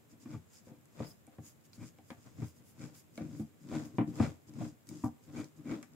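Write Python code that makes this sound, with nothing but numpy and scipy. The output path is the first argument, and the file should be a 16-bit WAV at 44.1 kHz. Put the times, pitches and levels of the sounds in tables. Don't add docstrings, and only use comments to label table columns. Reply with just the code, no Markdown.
import sys
import numpy as np
from scipy import signal
from scipy.fft import rfft, irfft, next_fast_len
from scipy.io import wavfile
from scipy.ndimage import uniform_filter1d

SR = 44100
rng = np.random.default_rng(int(sys.argv[2]) if len(sys.argv) > 2 else 0)


def log_audio(samples):
    frames = np.atleast_2d(samples).T
    limited = np.clip(frames, -1, 1)
    pcm = np.round(limited * 32767).astype(np.int16)
    wavfile.write(sys.argv[1], SR, pcm)


N = 262390

# (pitch [Hz], width [Hz], level [dB])
TUBE_MODES = [(1127, 150, 4.5), (1515, 58, 0), (1913, 49, -5), (2271, 51, 3), (2367, 70, 1),
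              (2320, 180, -5), (3320, 29, -19)]
# (pitch [Hz], width [Hz], level [dB])
SAG_MODES = [(87.7, 6.9, -6), (117.6, 20, 10), (151.2, 13.7, 3)]
# (pitch [Hz], width [Hz], level [dB])
FLEX_MODES = [(195.9, 37, -5.5), (227.9, 29.5, 2), (249, 42, -1.5), (301.2, 18.6, -3.5)]
# (pitch [Hz], width [Hz], level [dB])
WOOD_MODES = [(414, 36, -1.5), (513, 51, 4), (609, 144, 7.5), (695, 12.4, -2), (771.5, 21.5, -0.5),
              (869, 20, -9), (907, 18, -27), (978, 145, 2.5), (1158.5, 40, -6), (1235, 66, -8.5),
              (1400, 23, -13.5), (1531, 63, -13), (1574, 63, -14)]
# (frequency [Hz], coherence [-1..1])
RUB_COHERENCE = [(300, 0.58), (700, -0.13), (2000, 0.21), (4500, 0.017), (10000, -0.08)]
# (frequency [Hz], coherence [-1..1])
AIR_COHERENCE = [(60, 0), (300, 0.02), (1500, 0), (5000, 0.0078), (12000, 0)]


def amp(db):
    return 10 ** (np.asarray(db) / 20)


def unit(x):
    return x / np.sqrt(np.mean(x ** 2) + 1e-20)


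def unit_attack(x, samples=1323):
    return x / np.sqrt(np.mean(x[:, :samples] ** 2) + 1e-20)


def along(points, hz):
    freqs, values = np.transpose(points)
    return np.interp(np.log(hz + 1), np.log(freqs), values)


def filtered(x, response):
    n = x.shape[-1]
    padded = next_fast_len(n + 8192)
    return irfft(rfft(x, padded) * response(np.fft.rfftfreq(padded, 1 / SR)), padded)[..., :n]


def band(x, centre_hz, width_hz):
    resonance = lambda hz: 1j * hz * width_hz / (centre_hz ** 2 - hz ** 2 + 1j * hz * width_hz)
    return filtered(x, lambda hz: resonance(hz) ** 2)


def coloured(x, spectrum):
    return unit(filtered(x, lambda hz: amp(along(spectrum, hz))))


def spread(pair, coherence):
    angle = lambda hz: np.arccos(np.clip(along(coherence, hz), -1, 1)) / 2
    mid, side = filtered(pair, lambda hz: np.array([np.cos(angle(hz)), np.sin(angle(hz))]))
    return np.array([mid + side, mid - side])


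def add(out, at, sound):
    part = out[:, round(at * SR):][:, :sound.shape[1]]
    part += sound[:, :part.shape[1]]


def swell(at, half_s):
    return np.exp(-np.minimum(((np.arange(N) / SR - at) / half_s) ** 2, 10 ** 2) / 2)


def ring(modes, t, scatter_db, skew):
    hz, width, db = np.transpose(modes)[:, :, None]
    strength, lag = rng.standard_normal((2, len(modes), 1))
    phase = 2 * np.pi * (hz * t + rng.random((len(modes), 1)))
    decay = amp(db + scatter_db * strength) * np.sqrt(np.abs(width)) * np.exp(-np.pi * np.abs(width) * t)
    return np.array([np.sum(decay * np.sin(phase + side * skew * lag), 0) for side in (1, -1)])


def slips(per_second, scatter_db):
    chance, strength = rng.random(N), rng.standard_normal(N)
    direction = np.sign(rng.standard_normal(N))
    return unit((chance < per_second / SR) * direction * amp(scatter_db * strength))


def room_tone():
    # (frequency [Hz], level [dB])
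    air_colour = [(15, -44), (25, -60), (91, 5.5), (240, -1.5), (421, -7), (1080, -17), (2360, -20),
                  (4380, -26), (5010, -61), (5880, -40), (7300, -21.5), (9300, -29.5), (12800, -22.5),
                  (15500, -27.5)]
    # (frequency [Hz], level [dB])
    rumble_colour = [(15, -31), (30, -7), (50, -16), (70, 18), (100, -5), (200, -28)]
    air = coloured(spread(rng.standard_normal((2, N)), AIR_COHERENCE), air_colour)
    rumble = coloured(spread(rng.standard_normal((2, N)), AIR_COHERENCE), rumble_colour)
    return amp(-64.5) * air + amp(-86.5) * rumble


def thread_ticks():
    # (time [s], level [dB], centre [Hz], width [Hz])
    snaps = [(.1154, -58, 6400, 3950), (.856, -55, 7400, 5000), (1.268, -52, 8100, 4000),
             (1.732, -47, 4600, 1100), (1.986, -57, 2560, 4000), (2.1045, -43, 2600, 3560),
             (2.794, -55, 4500, 7000), (2.952, -51, 4500, 8000), (3.177, -43.5, 3030, 4520),
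             (3.398, -57, 2500, 2500), (3.689, -52.5, 3480, 4000), (4.226, -47, 3500, 4950),
             (4.5377, -53, 6430, 4000), (4.871, -51, 6960, 7050), (4.8901, -39, 6260, 7000),
             (5.044, -45, 7460, 7000), (5.4015, -49, 5550, 6000), (5.4437, -44.5, 5570, 4000),
             (5.828, -42, 6170, 4900)]
    out, t = np.zeros((2, N)), np.arange(SR // 8) / SR
    click_and_shimmer = amp(-60 * t / .005) + amp(-18 - 60 * t / .13)
    for at, db, centre_hz, width_hz in snaps:
        burst = rng.standard_normal((2, len(t))) * click_and_shimmer
        snap = unit_attack(band(burst, centre_hz, width_hz), samples=132)
        tube = unit_attack(ring(TUBE_MODES, t, scatter_db=7, skew=.35), samples=132)
        add(out, at, amp(db) * (amp(-9) * snap + amp(-20.5) * tube))
    return out


def palm_slides(grip_gain):
    # (time [s], half length [s], hiss [dB], airy treble [dB])
    regrips = [(0.117, 0.017, -74, -88), (0.225, 0.018, -69, -85), (.56, 0.033, -66.5, -76),
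               (0.676, 0.023, -75, -82), (0.943, 0.033, -80, -93), (1.091, 0.03, -67.5, -67.5),
               (1.475, 0.031, -67, -68), (1.658, 0.011, -72.5, -75), (1.752, 0.016, -69, -74),
               (1.872, 0.021, -66.5, -78), (2.1, 0.035, -74, -77), (2.253, 0.059, -73.5, -94),
               (2.48, 0.027, -69.5, -71), (2.577, 0.02, -75.5, -78), (2.692, 0.029, -74, -71),
               (2.98, 0.026, -66.5, -67.5), (3.175, 0.022, -69, -75), (3.401, 0.022, -72.5, -71.5),
               (3.634, 0.023, -74, -96), (3.86, 0.017, -68, -73), (3.977, .014, -72, -84),
               (4.095, .014, -70.5, -78), (4.165, .016, -67, -73), (4.484, 0.011, -69.5, -80),
               (4.683, 0.022, -69, -90), (4.894, 0.018, -72, -73), (4.98, 0.056, -67.5, -97),
               (5.054, .02, -66, -70), (5.248, 0.022, -74.5, -80), (5.578, 0.015, -74.5, -88)]
    # (frequency [Hz], level [dB])
    skin_colour = [(300, -55), (1000, -7), (3500, -7), (4350, -10.5), (4700, -2), (5080, 1.5), (5700, -3.5),
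                   (6900, 3), (8200, -3.5), (9400, -10), (12000, -13), (15700, -17)]
    # (time [s], half length [s], level [dB], centre [Hz])
    squeaks = [(0.516, .022, -76, 6960), (0.574, 0.02, -72, 5200), (1.065, 0.019, -66, 5000),
               (1.113, 0.0075, -64, 5100), (1.466, 0.024, -66, 6860)]
    grain = np.array([slips(7000, scatter_db=4), slips(5800, scatter_db=9.5)])
    hiss_power, airy_gain = grip_gain ** 2, 0
    for at, half_s, hiss_db, airy_db in regrips:
        speed = swell(at, half_s)
        hiss_power += (amp(hiss_db) * speed) ** 2
        airy_gain += amp(airy_db) * speed
    out = np.sqrt(hiss_power) * coloured(spread(grain, RUB_COHERENCE), skin_colour)
    out += airy_gain * unit(band(rng.standard_normal((2, N)), centre_hz=10800, width_hz=12000))
    t = np.arange(-SR // 10, SR // 10) / SR
    for at, half_s, db, centre_hz in squeaks:
        squeak = unit(band(rng.standard_normal((2, len(t))), centre_hz, width_hz=.09 * centre_hz))
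        add(out, at + t[0], amp(db) * squeak * np.exp(-(t / half_s) ** 2 / 2))
    return amp(4.5) * out


def effort(at, rise_s, fall_s):
    drop_db, roundness = 22, 1.4
    t = np.arange(N) / SR - at
    from_top = np.minimum(np.abs(np.where(t < 0, t / rise_s, t / fall_s)), 10)
    return amp(-drop_db * from_top ** roundness)


def sag_flex_shares(lean_db):
    lean = amp(lean_db) ** 2
    return np.array([[lean], [1]]) / (1 + lean)


def hand_gains():
    # (time of greatest effort [s], rise [s], fall [s], judder [dB], grind [dB],
    # skin hiss [dB], tube ring [dB], sag over flex [dB])
    twists = [(0.335, 0.12, 0.077, -42, -61.5, -69.5, -63.5, -4),
              (.72, 0.074, 0.093, -52, -75, -97, -95, -2), (1.02, 0.085, 0.11, -44.5, -54, -67.5, -66, 5.5),
              (1.832, 0.073, 0.071, -42, -62, -67.5, -64, 3),
              (2.44, 0.11, 0.059, -42, -59.5, -67.5, -68, 7),
              (2.833, 0.076, 0.1, -41.5, -58.5, -65, -63, 1.5),
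              (3.235, 0.072, 0.12, -40.5, -63, -79, -73, -5.5),
              (3.363, 0.23, 0.13, -43.5, -66.5, -70.5, -78, -1),
              (3.754, 0.09, 0.16, -32.5, -49.5, -61.5, -56.5, -6),
              (4.237, .11, 0.097, -32, -45.5, -58.5, -52, 0.5),
              (4.631, 0.11, 0.097, -34.5, -54, -65, -77, -1.5),
              (4.916, 0.053, 0.18, -43, -65.5, -71, -86, -4),
              (5.393, 0.089, 0.081, -35.5, -51.5, -62.5, -57, -6),
              (5.714, 0.074, .125, -34.5, -50.5, -66, -52.5, -14)]
    # (time [s], judder [dB], grind [dB], sag over flex [dB])
    shifts = [(.135, -54, -72.5, -4.5), (.78, -61, -89, -2), (.95, -70, -75, 0), (1.34, -66, -69, 3),
              (1.44, -57, -71, -13), (2.18, -56.5, -70, 6), (2.271, -52, -64, 2), (2.599, -56, -76, 1.5),
              (2.94, -58, -70, 0), (3.12, -74, -87, 6), (3.645, -46.5, -72, -1), (3.952, -45.5, -69, 0),
              (4.089, -34.5, -62, -5), (4.29, -47, -76, 17), (4.494, -49.5, -70, -2), (4.56, -45, -79, -2),
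              (5.294, -48, -66.5, 1), (5.598, -47, -70, -0.5), (5.94, -55, -72, -3)]
    judder_power = np.ones(N) * amp(-70) ** 2 * sag_flex_shares(0)
    grind_power, hiss_power, bite_power = amp(-82.5) ** 2, amp(-83.5) ** 2, 0
    for at, rise_s, fall_s, judder_db, grind_db, hiss_db, ring_db, lean_db in twists:
        push = effort(at, rise_s, fall_s)
        judder_power += (amp(judder_db) * push) ** 2 * sag_flex_shares(lean_db)
        grind_power += (amp(grind_db) * push) ** 2
        hiss_power += (amp(hiss_db) * push ** .77) ** 2
        bite_power += (amp(ring_db) * swell(at, half_s=.026)) ** 2
    for at, judder_db, grind_db, lean_db in shifts:
        push = effort(at, rise_s=.04, fall_s=.065)
        judder_power += (amp(judder_db) * push) ** 2 * sag_flex_shares(lean_db)
        grind_power += (amp(grind_db) * push) ** 2
    return np.sqrt([*judder_power, grind_power, hiss_power, bite_power])


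def rubbed(modes, force, skew, steady_s):
    t, lowest_hz = np.arange(SR // 5) / SR, modes[0][0]
    build_up = 1 - np.exp(-(2 * t * lowest_hz) ** 2)
    response = ring(modes, t, scatter_db=0, skew=skew) * build_up
    texture = signal.oaconvolve(force[None], response / np.linalg.norm(response[0]), axes=1)[:, :N]
    power = uniform_filter1d(np.mean(texture ** 2, 0), int(steady_s * SR))
    return texture / np.sqrt(np.abs(power) + 1e-9)


def judder_and_grind(sag_gain, flex_gain, grind_gain, bite_gain):
    # (frequency [Hz], level [dB])
    scrape_colour = [(200, -31), (400, 8.5), (800, -2.5), (1300, -2), (1750, -6.5), (2050, -5.5),
                     (2300, -8.5), (2600, -7), (2900, -15), (3400, -10), (4300, -14), (8000, -23.5),
                     (15000, -50)]
    coarse, fine = slips(500, scatter_db=2), slips(700, scatter_db=3.5)
    sag = rubbed(SAG_MODES, coarse, skew=.36, steady_s=.038)
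    flex = rubbed(FLEX_MODES, coarse, skew=.074, steady_s=.07)
    creak = rubbed(WOOD_MODES, fine, skew=.18, steady_s=.046)
    hollow = rubbed(TUBE_MODES, fine, skew=.29, steady_s=.075)
    grit = np.array([slips(1400, scatter_db=5), slips(1400, scatter_db=6)])
    scrape = coloured(spread(grit, RUB_COHERENCE), scrape_colour)
    judder = (sag_gain * sag + flex_gain * flex) * amp([[.4], [-.4]])
    return amp(-3) * judder + grind_gain * (amp(-1.5) * creak + scrape) + bite_gain * hollow


def chattered(response, t, chatter_s, rebound_db):
    rebounds = rng.standard_normal(len(t)) * (rng.random(len(t)) < 900 / SR)
    force = amp(rebound_db) * rebounds * np.exp(-(t / chatter_s) ** 2)
    force[0] = 1
    return unit_attack(signal.fftconvolve(response, force[None], axes=1)[:, :len(t)])


def leg_knocks():
    # (time [s], sag [dB], flex [dB], clack [dB], crack [dB],
    # pitch favoured by the point of contact [Hz], chatter [s])
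    knocks = [(.257, -57, -46.5, -65, -70.5, 1110, 0.023), (.342, -43, -53, -57.5, -81, 1140, 0.011),
              (.671, -70, -59, -61.5, -75.5, 490, 0.076), (1.002, -44, -41.5, -44.5, -70, 437, 0.0065),
              (1.276, -67, -60, -64.5, -78, 560, 0.0046), (1.384, -48, -53, -58.5, -71.5, 433, 0.0017),
              (1.779, -51, -54, -79, -82, 450, .004), (1.986, -67, -63.5, -64.5, -75.5, 880, 0.007),
              (2.103, -60, -49.5, -53.5, -57.5, 1030, .029), (2.383, -49, -46.5, -70, -72, 450, 0.0085),
              (2.419, -38, -41.5, -54.5, -65.5, 413, 0.0087), (3.178, -75, -45, -50, -57.5, 563, 0.023),
              (3.208, -49.5, -43.5, -53.5, -65, 583, 0.044), (3.396, -41, -36.5, -58.5, -72, 444, 0.034),
              (3.725, -66, -45, -48, -69, 430, .0089), (3.9835, -33.5, -29, -37.5, -47.5, 1100, 0.037),
              (4.2, -29, -26, -38, -52.5, 1130, 0.015), (4.61, -45, -39.5, -49, -79, 720, 0.0061),
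              (5.038, -37, -32, -42.5, -66, 980, 0.039), (5.657, -59, -45.5, -72, -73, 704, 0.033),
              (5.72, -57, -40.5, -63, -66, 1120, 0.0043), (5.829, -73, -79, -65, -60, 1410, 0.0014)]
    # (frequency [Hz], level [dB])
    crack_colour = [(500, -22), (1200, 0), (1700, 9), (2000, 5), (2450, 3.5), (2850, -6.5), (3300, -6),
                    (4000, -15.5), (5200, -27), (15000, -30)]
    out, t = np.zeros((2, N)), np.arange(SR // 5) / SR
    crack_decay = amp(-60 * t / .02) + amp(-8 - 60 * t / .16)
    for at, sag_db, flex_db, clack_db, crack_db, favoured_hz, chatter_s in knocks:
        sag = ring(SAG_MODES, t, scatter_db=3, skew=.1) * (1 - np.exp(-(t / .0092) ** 2))
        flex = ring(FLEX_MODES, t, scatter_db=2, skew=.18) * (1 - np.exp(-t / .0049))
        struck = [(hz, width, db + 7 * np.exp(-(np.log(hz / favoured_hz) / .21) ** 2))
                  for hz, width, db in WOOD_MODES]
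        clack = ring(struck, t, scatter_db=1, skew=.46) * (1 - np.exp(-t / .0033))
        noise = spread(rng.standard_normal((2, len(t))), RUB_COHERENCE)
        crack = unit_attack(coloured(noise, crack_colour) * crack_decay)
        tube = unit_attack(ring(TUBE_MODES, t, scatter_db=1, skew=.3))
        knock = amp(sag_db) * chattered(sag, t, chatter_s, rebound_db=-32)
        knock += amp(flex_db) * chattered(flex, t, chatter_s, rebound_db=-14.5)
        knock += amp(clack_db) * chattered(clack, t, chatter_s, rebound_db=-10)
        knock += amp(crack_db) * chattered(crack + amp(-5) * tube, t, chatter_s, rebound_db=-15.5)
        add(out, at, knock)
    return out


def room_reverb(x):
    # (frequency [Hz], time to fall 60 dB [s])
    decay_times = [(100, 0.24), (700, 0.41), (3000, 0.35), (12000, 0.46)]
    hz, t, noise = signal.stft(rng.standard_normal((2, SR // 2)), SR, nperseg=256)
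    decay = amp(-60 * t / along(decay_times, hz)[:, None])
    tail = signal.istft(noise * decay, SR, nperseg=256)[1]
    tail = spread(np.pad(tail, ((0, 0), (SR // 200, 0))), AIR_COHERENCE)
    return signal.fftconvolve(x, tail / np.linalg.norm(tail[0]), axes=1)[:, :N]


def scene():
    sag_gain, flex_gain, grind_gain, grip_gain, bite_gain = hand_gains()
    board = judder_and_grind(sag_gain, flex_gain, grind_gain, bite_gain) + leg_knocks()
    close = board * amp([[.8], [-.9]]) + palm_slides(grip_gain) + thread_ticks()
    return close + amp(-16) * room_reverb(close) + room_tone()


def record(dry):
    return filtered(dry, lambda hz: hz < 15780)


dry = scene()
out = record(dry)
log_audio(out)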